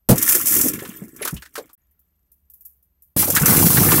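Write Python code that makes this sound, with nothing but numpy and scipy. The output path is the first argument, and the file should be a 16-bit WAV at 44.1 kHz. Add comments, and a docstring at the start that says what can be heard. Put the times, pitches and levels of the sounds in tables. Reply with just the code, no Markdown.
"""A sharp, booming crash comes first: a parked car's side window is smashed, heard from inside the cabin.
The tempered pane crackles, sheds crumbs onto door trim and seat, then ticks quietly.
A second blow pushes the crazed pane in, and the glass pours down in a dense, thumping rush.
Fractures and impacts are random impulses coloured by what they shake; loose splinters ring as damped
sinusoids. The cabin adds short reflections, and a faint rumble and whine lie underneath."""
import sys
import numpy as np
from scipy import signal
from scipy.io import wavfile
from scipy.ndimage import uniform_filter1d

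SR = 44100
rng = np.random.default_rng(int(sys.argv[2]) if len(sys.argv) > 2 else 0)


def dump(signal):
    """Clip the signal to [-1, 1] and save it as 16-bit WAV at the path in sys.argv[1]."""
    limited = np.clip(np.atleast_2d(signal).T, -1, 1)
    pcm = np.round(limited * 32767).astype(np.int16)
    wavfile.write(sys.argv[1], SR, pcm)


N = 176400

# blows on the pane (time [s], glass level [dB], body level [dB], body hold [s], body T60 [s])
BLOWS = [(0.0884, -11.5, -7.5, .036, .11), (3.163, -27, -17.5, 0.0078, 0.059)]
# cracks running through the pane (time [s], level [dB])
CRACKS = [(0.155, -22.5), (0.178, -14), (0.213, -19), (0.2237, -10), (0.287, -8), (.320, -13),
          (0.349, -8.5), (0.4553, -15.5), (0.468, -11.5), (0.609, -12), (.682, -14), (0.733, -25),
          (1.161, -38), (1.2215, -33), (1.248, -20), (1.274, -22), (1.305, -32), (1.34, -34.5),
          (1.5375, -45.5), (1.556, -39), (3.28, -22.5), (3.3, -12), (3.349, -10.5), (3.363, -14),
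          (3.396, -17.5), (3.416, -16.5), (3.456, -7)]
# sharp high ticks of the crazed pane (time [s], level [dB])
TICKS = [(1.731, -41.5), (1.910, -59), (1.992, -54), (2.317, -46.5), (2.499, -42.5), (2.536, -41),
         (2.607, -41.5), (2.651, -33), (2.826, -54.5), (3.021, -44.5)]
# larger pieces knocking on hard trim (time [s], level [dB], resonance [Hz])
CLACKS = [(.789, -38, 1840), (0.849, -39, 1300), (1.2234, -31, 2030), (1.250, -29.5, 1250),
          (1.274, -27.5, 1310), (1.365, -40.5, 2960), (1.421, -40, 1670), (1.453, -45.5, 1710),
          (1.554, -30.5, 1430), (1.577, -33.5, 1000), (1.692, -56, 990), (3.226, -25, 880),
          (3.362, -15, 1640), (3.769, -20, 1740), (3.916, -17, 1170)]
# clumps landing on door panel, seat and floor (time [s], level [dB], resonance [Hz])
THUDS = [(0.35, -24.5, 370), (.552, -31, 257), (0.651, -28, 463), (.657, -20, 265), (0.744, -30.5, 199),
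         (0.821, -33.5, 410), (.887, -32.5, 199), (1.018, -29.5, 211), (1.211, -30.5, 425),
         (1.247, -33, 383), (1.326, -24, 157), (1.338, -31, 64), (1.580, -28.5, 470), (3.279, -24, 557),
         (3.412, -11.5, 149), (3.494, -13.5, 165.6), (3.642, -13.5, 168), (3.78, -11, 145)]
# single splinters ringing clearly (time [s], level [dB], pitch [Hz])
PINGS = [(.410, -19, 14400), (0.736, -29, 14100), (.960, -33, 13900), (1.218, -23.5, 11200)]
# glass falling after the first and second blow (time [s], tinkle [dB], clatter [dB], rumble [dB])
CRUMBLE_FLOW = [(.10, -47, -48, -29), (.17, -34, -39, -29.5), (.305, -12.5, -28, -42.5),
                (.448, -26, -39, -38.5), (.48, -15.5, -42, -43), (.555, -13, -32, -29),
                (.68, -19.5, -43.5, -29), (.725, -36.5, -40.5, -32), (.89, -40, -45.5, -46),
                (1.14, -54, -65.5, -48.5), (1.21, -46, -41.5, -47), (1.51, -64.5, -75, -69.5),
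                (1.63, -54.5, -60, -51), (1.78, -78.5, -83, -88.5), (3.1, -91, -116, -90.5)]
RUSH_FLOW = [(3.166, -14, -41, -29.5), (3.21, -11.5, -30.5, -25.5), (3.27, -20.5, -40.5, -30),
             (3.445, -24, -26, -26.5), (3.47, -11, -21.5, -23), (3.62, -12, -26.5, -16),
             (3.73, -12, -29.5, -22.5), (3.80, -13, -25, -17), (4.0, -13, -25, -19)]
# spectra of the three parts of each fall (frequency [Hz], relative level [dB])
CRUMBLE_TINKLE = [(800, -18.5), (2500, -16), (4200, -18.5), (4900, -11), (5500, -5), (7000, -2.5),
                  (9500, -2), (13500, 3), (15500, -2.5)]
CRUMBLE_CLATTER = [(300, -9), (750, -14), (1300, 1.5), (2200, -2), (4200, -12.5), (8000, -22.5)]
CRUMBLE_RUMBLE = [(30, -20.5), (60, -12), (120, -6.5), (190, 1), (350, -0.5), (520, -15.5), (750, -32),
                  (2000, -48.5)]
RUSH_TINKLE = [(800, -31.5), (2500, -15.5), (4000, -12), (7500, -6.5), (12500, -0.5), (15500, -2.5)]
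RUSH_CLATTER = [(200, -2), (450, -1), (800, 0), (1600, -1.5), (2500, -7.5), (4200, -18.5), (8000, -12)]
RUSH_RUMBLE = [(25, -31), (60, -5.5), (160, 1.5), (230, -5), (340, -9), (700, -21), (2000, -58)]
# spectra of booming body, struck trim, ticks and background (frequency [Hz], relative level [dB])
BODY_SPECTRUM = [(25, -19), (100, -10.5), (195, -1.5), (270, -12), (600, -17), (1000, -27), (6000, -52.5)]
TRIM_SPECTRUM = [(200, -19.5), (1300, -10), (4000, -8.5), (15500, -11.5)]
TICK_SPECTRUM = [(500, -29), (4000, -30), (5500, -18.5), (8000, -10.5), (11000, -2), (13000, 8),
                 (15500, 3.5)]
BACKGROUND_SPECTRUM = [(20, -20), (70, 4), (100, -19.5), (180, -13.5), (240, -25), (4000, -43)]
# reverberation time of the cabin (frequency [Hz], T60 [s])
CABIN_T60 = [(100, 0.14), (500, .12), (2000, 0.098), (6000, 0.11), (15000, 0.21)]

WHINE_HZ, WHINE_DB, BACKGROUND_DB = 12160, -75.5, -68
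PEAK_TINKLES_PER_S, PEAK_SHARDS_PER_S = 2800, 500
CLATTERS_PER_S, CHIPS_PER_S, BUMPS_PER_S = 400, 260, 160
CLUMP_DB, CLUMP_S = 2.5, 0.0062
THINNING = 0.55  # as the flow weakens, tinkles get fewer as well as softer
GAP_START_S, GAP_END_S = 1.752, 1.778  # a moment of silence
BAND_LIMIT_HZ = 15800


def amp(db):
    """Amplitude ratio of a level in decibels."""
    return 10 ** (np.asarray(db) / 20)


def unit(x):
    """Normalisation to an rms of 1."""
    return x / np.sqrt(np.mean(x ** 2) + 1e-20)


def match_rms(x, shape):
    """Energy matching: x takes the rms of its envelope."""
    return unit(x) * np.sqrt(np.mean(shape ** 2))


def read(points, hz):
    """Interpolation on a logarithmic frequency axis."""
    f, value = np.transpose(points)
    return np.interp(np.log(hz + 1), np.log(f + 1), value)


def add(mix, s, sound):
    """Superposition: a sound joins the mix at time s."""
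    part = mix[max(round(s * SR), 0):][:len(sound)]
    part += sound[:len(part)]


def colour(x, spectrum):
    """Minimum-phase filtering: a causal response of unit energy imposes the spectrum."""
    log_gain = np.log(amp(read(spectrum, abs(np.fft.fftfreq(8192, 1 / SR)))))
    response = np.exp(np.conj(signal.hilbert(log_gain)))
    taps = np.fft.ifft(response).real[:3000]
    return signal.oaconvolve(x, taps / np.linalg.norm(taps))[:len(x)]


def envelope(hold, t60, rise=0.0011):
    """Exponential damping: after rise and hold, a fall of 60 dB in t60 (all in seconds)."""
    t = np.arange(SR // 3) / SR
    return np.minimum(t / rise, 1) * amp(-60 * np.maximum(t - hold, 0) / t60)


def grains(rate, spread_db, size=N):
    """Poisson process: independent clicks of uneven strength, at a mean rate per second."""
    chance, strength, sign = rng.random((3, size))
    level_db = spread_db * np.minimum(-np.log(1 - strength), 4)
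    return unit((chance < rate / SR) * np.sign(sign - 0.5) * amp(level_db))


def burst(shape, spectrum, rate=9000):
    """Source and filter: a volley of tiny clicks under an envelope is coloured by a spectrum."""
    clicks = shape * grains(rate, spread_db=3.3, size=len(shape))
    return match_rms(colour(clicks, spectrum), shape)


def ring(shape, hz, width_hz):
    """Resonance: a burst of noise drives two equal band-pass stages, each width_hz wide."""
    b, a = signal.iirpeak(hz, hz / width_hz, fs=SR)
    drive = shape * rng.standard_normal(len(shape))
    return match_rms(signal.lfilter(b, a, signal.lfilter(b, a, drive)), shape)


def steady(x):
    """Division by the running rms evens out slow swings of level and keeps the grain."""
    return x / np.sqrt(abs(uniform_filter1d(x ** 2, size=2600)) + 1e-6)


def background():
    """Stationary noise and a pure tone: a faint low rumble under a thin high whine."""
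    whine = np.sqrt(2) * np.sin(2 * np.pi * WHINE_HZ * np.arange(N) / SR)
    rumble = unit(colour(rng.standard_normal(N), BACKGROUND_SPECTRUM))
    return amp(BACKGROUND_DB) * rumble + amp(WHINE_DB) * whine


def cabin(x, wet_db):
    """Reverberation: dense reflections die quickly in the upholstered cabin, each band at its own rate."""
    reflections = rng.standard_normal(SR // 4) * (rng.random(SR // 4) < 0.1)
    hz, t, bands = signal.stft(reflections, SR, nperseg=128)
    decay = amp(-60 * t / read(CABIN_T60, hz)[:, None])
    tail = signal.istft(bands * decay, SR, nperseg=128)[1]
    tail[:SR // 700] = 0  # delay of the first reflection
    wet = signal.oaconvolve(x, tail / np.linalg.norm(tail))[:N]
    return (x + amp(wet_db) * wet) / np.hypot(1, amp(wet_db))


def ticks():
    """Transients: sharp high ticks; after the gap, a faint fading crackle and thin ring are added to each."""
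    out = np.zeros(N)
    snap, tail = envelope(hold=0.0033, t60=0.089), envelope(hold=0.0033, t60=0.31)
    for s, db in TICKS:
        add(out, s, amp(db) * burst(snap, TICK_SPECTRUM))
        if s > GAP_END_S:
            add(out, s, amp(db - 11) * burst(tail, TICK_SPECTRUM, rate=1500))
            add(out, s, amp(db - 18) * ring(tail, WHINE_HZ, width_hz=120))
    return out


def pings():
    """Free vibration: a splinter bounces loose and rings on one high note."""
    out, shape = np.zeros(N), envelope(hold=0, t60=0.14)
    for s, db, hz in PINGS:
        add(out, s, amp(db) * shape * np.sin(2 * np.pi * hz * np.arange(len(shape)) / SR))
    return out


def clacks():
    """Hard impact: larger pieces hit plastic trim, each with a broadband knock and a short resonance."""
    out, shape = np.zeros(N), envelope(hold=0.0089, t60=0.074)
    for s, db, hz in CLACKS:
        knock = burst(shape, TRIM_SPECTRUM)
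        add(out, s, amp(db) * (knock + amp(-1) * ring(shape, hz, width_hz=710)))
    return out


def thuds():
    """Heavy damping: clumps of glass swing a padded panel for a few cycles and rattle on it."""
    out, shape = np.zeros(N), envelope(hold=0.0085, t60=0.12, rise=0.0033)
    for s, db, hz in THUDS:
        cycles = hz * np.arange(len(shape)) / SR
        push = cycles * np.exp(1 - cycles) * np.sin(2 * np.pi * cycles)
        rattle = amp(-7.5) * ring(shape, hz, width_hz=0.65 * hz)
        add(out, s, amp(db) * match_rms(push + rattle, shape))
    return out


def fragments(rate, low_hz, high_hz, t60):
    """Natural frequencies: each loose fragment rings briefly at its own pitch."""
    out, t = np.zeros(N), np.arange(SR // 20) / SR
    hits = grains(rate, spread_db=2.6)
    pitches = low_hz + (high_hz - low_hz) * rng.random(N)
    decay = amp(-60 * t / t60)
    for i in np.flatnonzero(hits):
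        add(out, i / SR, hits[i] * np.sin(2 * np.pi * pitches[i] * t) * decay)
    return unit(out)


def falling_glass(flow, *spectra):
    """Granular flow: crumbs tinkle against each other, clatter on trim and drum on the panels."""
    times, *levels = np.transpose(flow)
    t = np.arange(N) / SR
    knots = np.arange(0, N / SR, CLUMP_S)  # crumbs fall in clumps
    clumps = amp(CLUMP_DB * np.interp(t, knots, rng.standard_normal(N)[:len(knots)]))
    tinkle_db = levels[0]
    density = amp(THINNING * (np.interp(t, times, tinkle_db) - tinkle_db.max()))
    tinkle = clumps * grains(density * PEAK_TINKLES_PER_S, spread_db=5)
    tinkle += amp(-9) * fragments(density * PEAK_SHARDS_PER_S, low_hz=5000, high_hz=15500, t60=0.028)
    clatter = clumps * grains(CLATTERS_PER_S, spread_db=1.5)
    clatter += fragments(CHIPS_PER_S, low_hz=600, high_hz=3800, t60=0.010)
    rumble = grains(BUMPS_PER_S, spread_db=3)
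    out = np.zeros(N)
    for impacts, spectrum, db in zip((tinkle, clatter, rumble), spectra, levels):
        texture = steady(cabin(colour(impacts, spectrum), wet_db=0.5))
        out += texture * amp(np.interp(t, times, db))
    return out * (t >= times[0])


def cracks():
    """Brittle fracture: cracks run through the pane in bright snaps."""
    out, shape = np.zeros(N), envelope(hold=0.0059, t60=0.067, rise=0.0033)
    for s, db in CRACKS:
        add(out, s, amp(db) * burst(shape, CRUMBLE_TINKLE))
    return out


def blows():
    """Impulsive excitation: the pane bursts while door and cabin boom."""
    out = np.zeros(N)
    for s, glass_db, body_db, hold, t60 in BLOWS:
        add(out, s, amp(glass_db) * burst(envelope(hold=0.02, t60=0.12), RUSH_TINKLE))
        add(out, s, amp(body_db) * burst(envelope(hold, t60), BODY_SPECTRUM))
    return out


def scene():
    """Superposition of all sources in the middle of the cabin."""
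    hits = blows() + thuds() + pings() + cabin(cracks() + ticks() + clacks(), wet_db=-23)
    crumble = falling_glass(CRUMBLE_FLOW, CRUMBLE_TINKLE, CRUMBLE_CLATTER, CRUMBLE_RUMBLE)
    rush = falling_glass(RUSH_FLOW, RUSH_TINKLE, RUSH_CLATTER, RUSH_RUMBLE)
    return (hits + crumble + rush + background())[None]


def record(dry):
    """Soft saturation rounds the peaks, the sound cuts out briefly, and a low-pass limits the band."""
    t = np.arange(N) / SR
    saturated = dry / (1 + dry ** 4) ** (1 / 4)
    gate = uniform_filter1d(1. * ((t < GAP_START_S) | (t > GAP_END_S)), size=100)
    low_pass = signal.firwin(701, BAND_LIMIT_HZ, window=("kaiser", 9), fs=SR)
    return signal.oaconvolve(gate * saturated, low_pass[None], "same")


dry = scene()
out = record(dry)
dump(out)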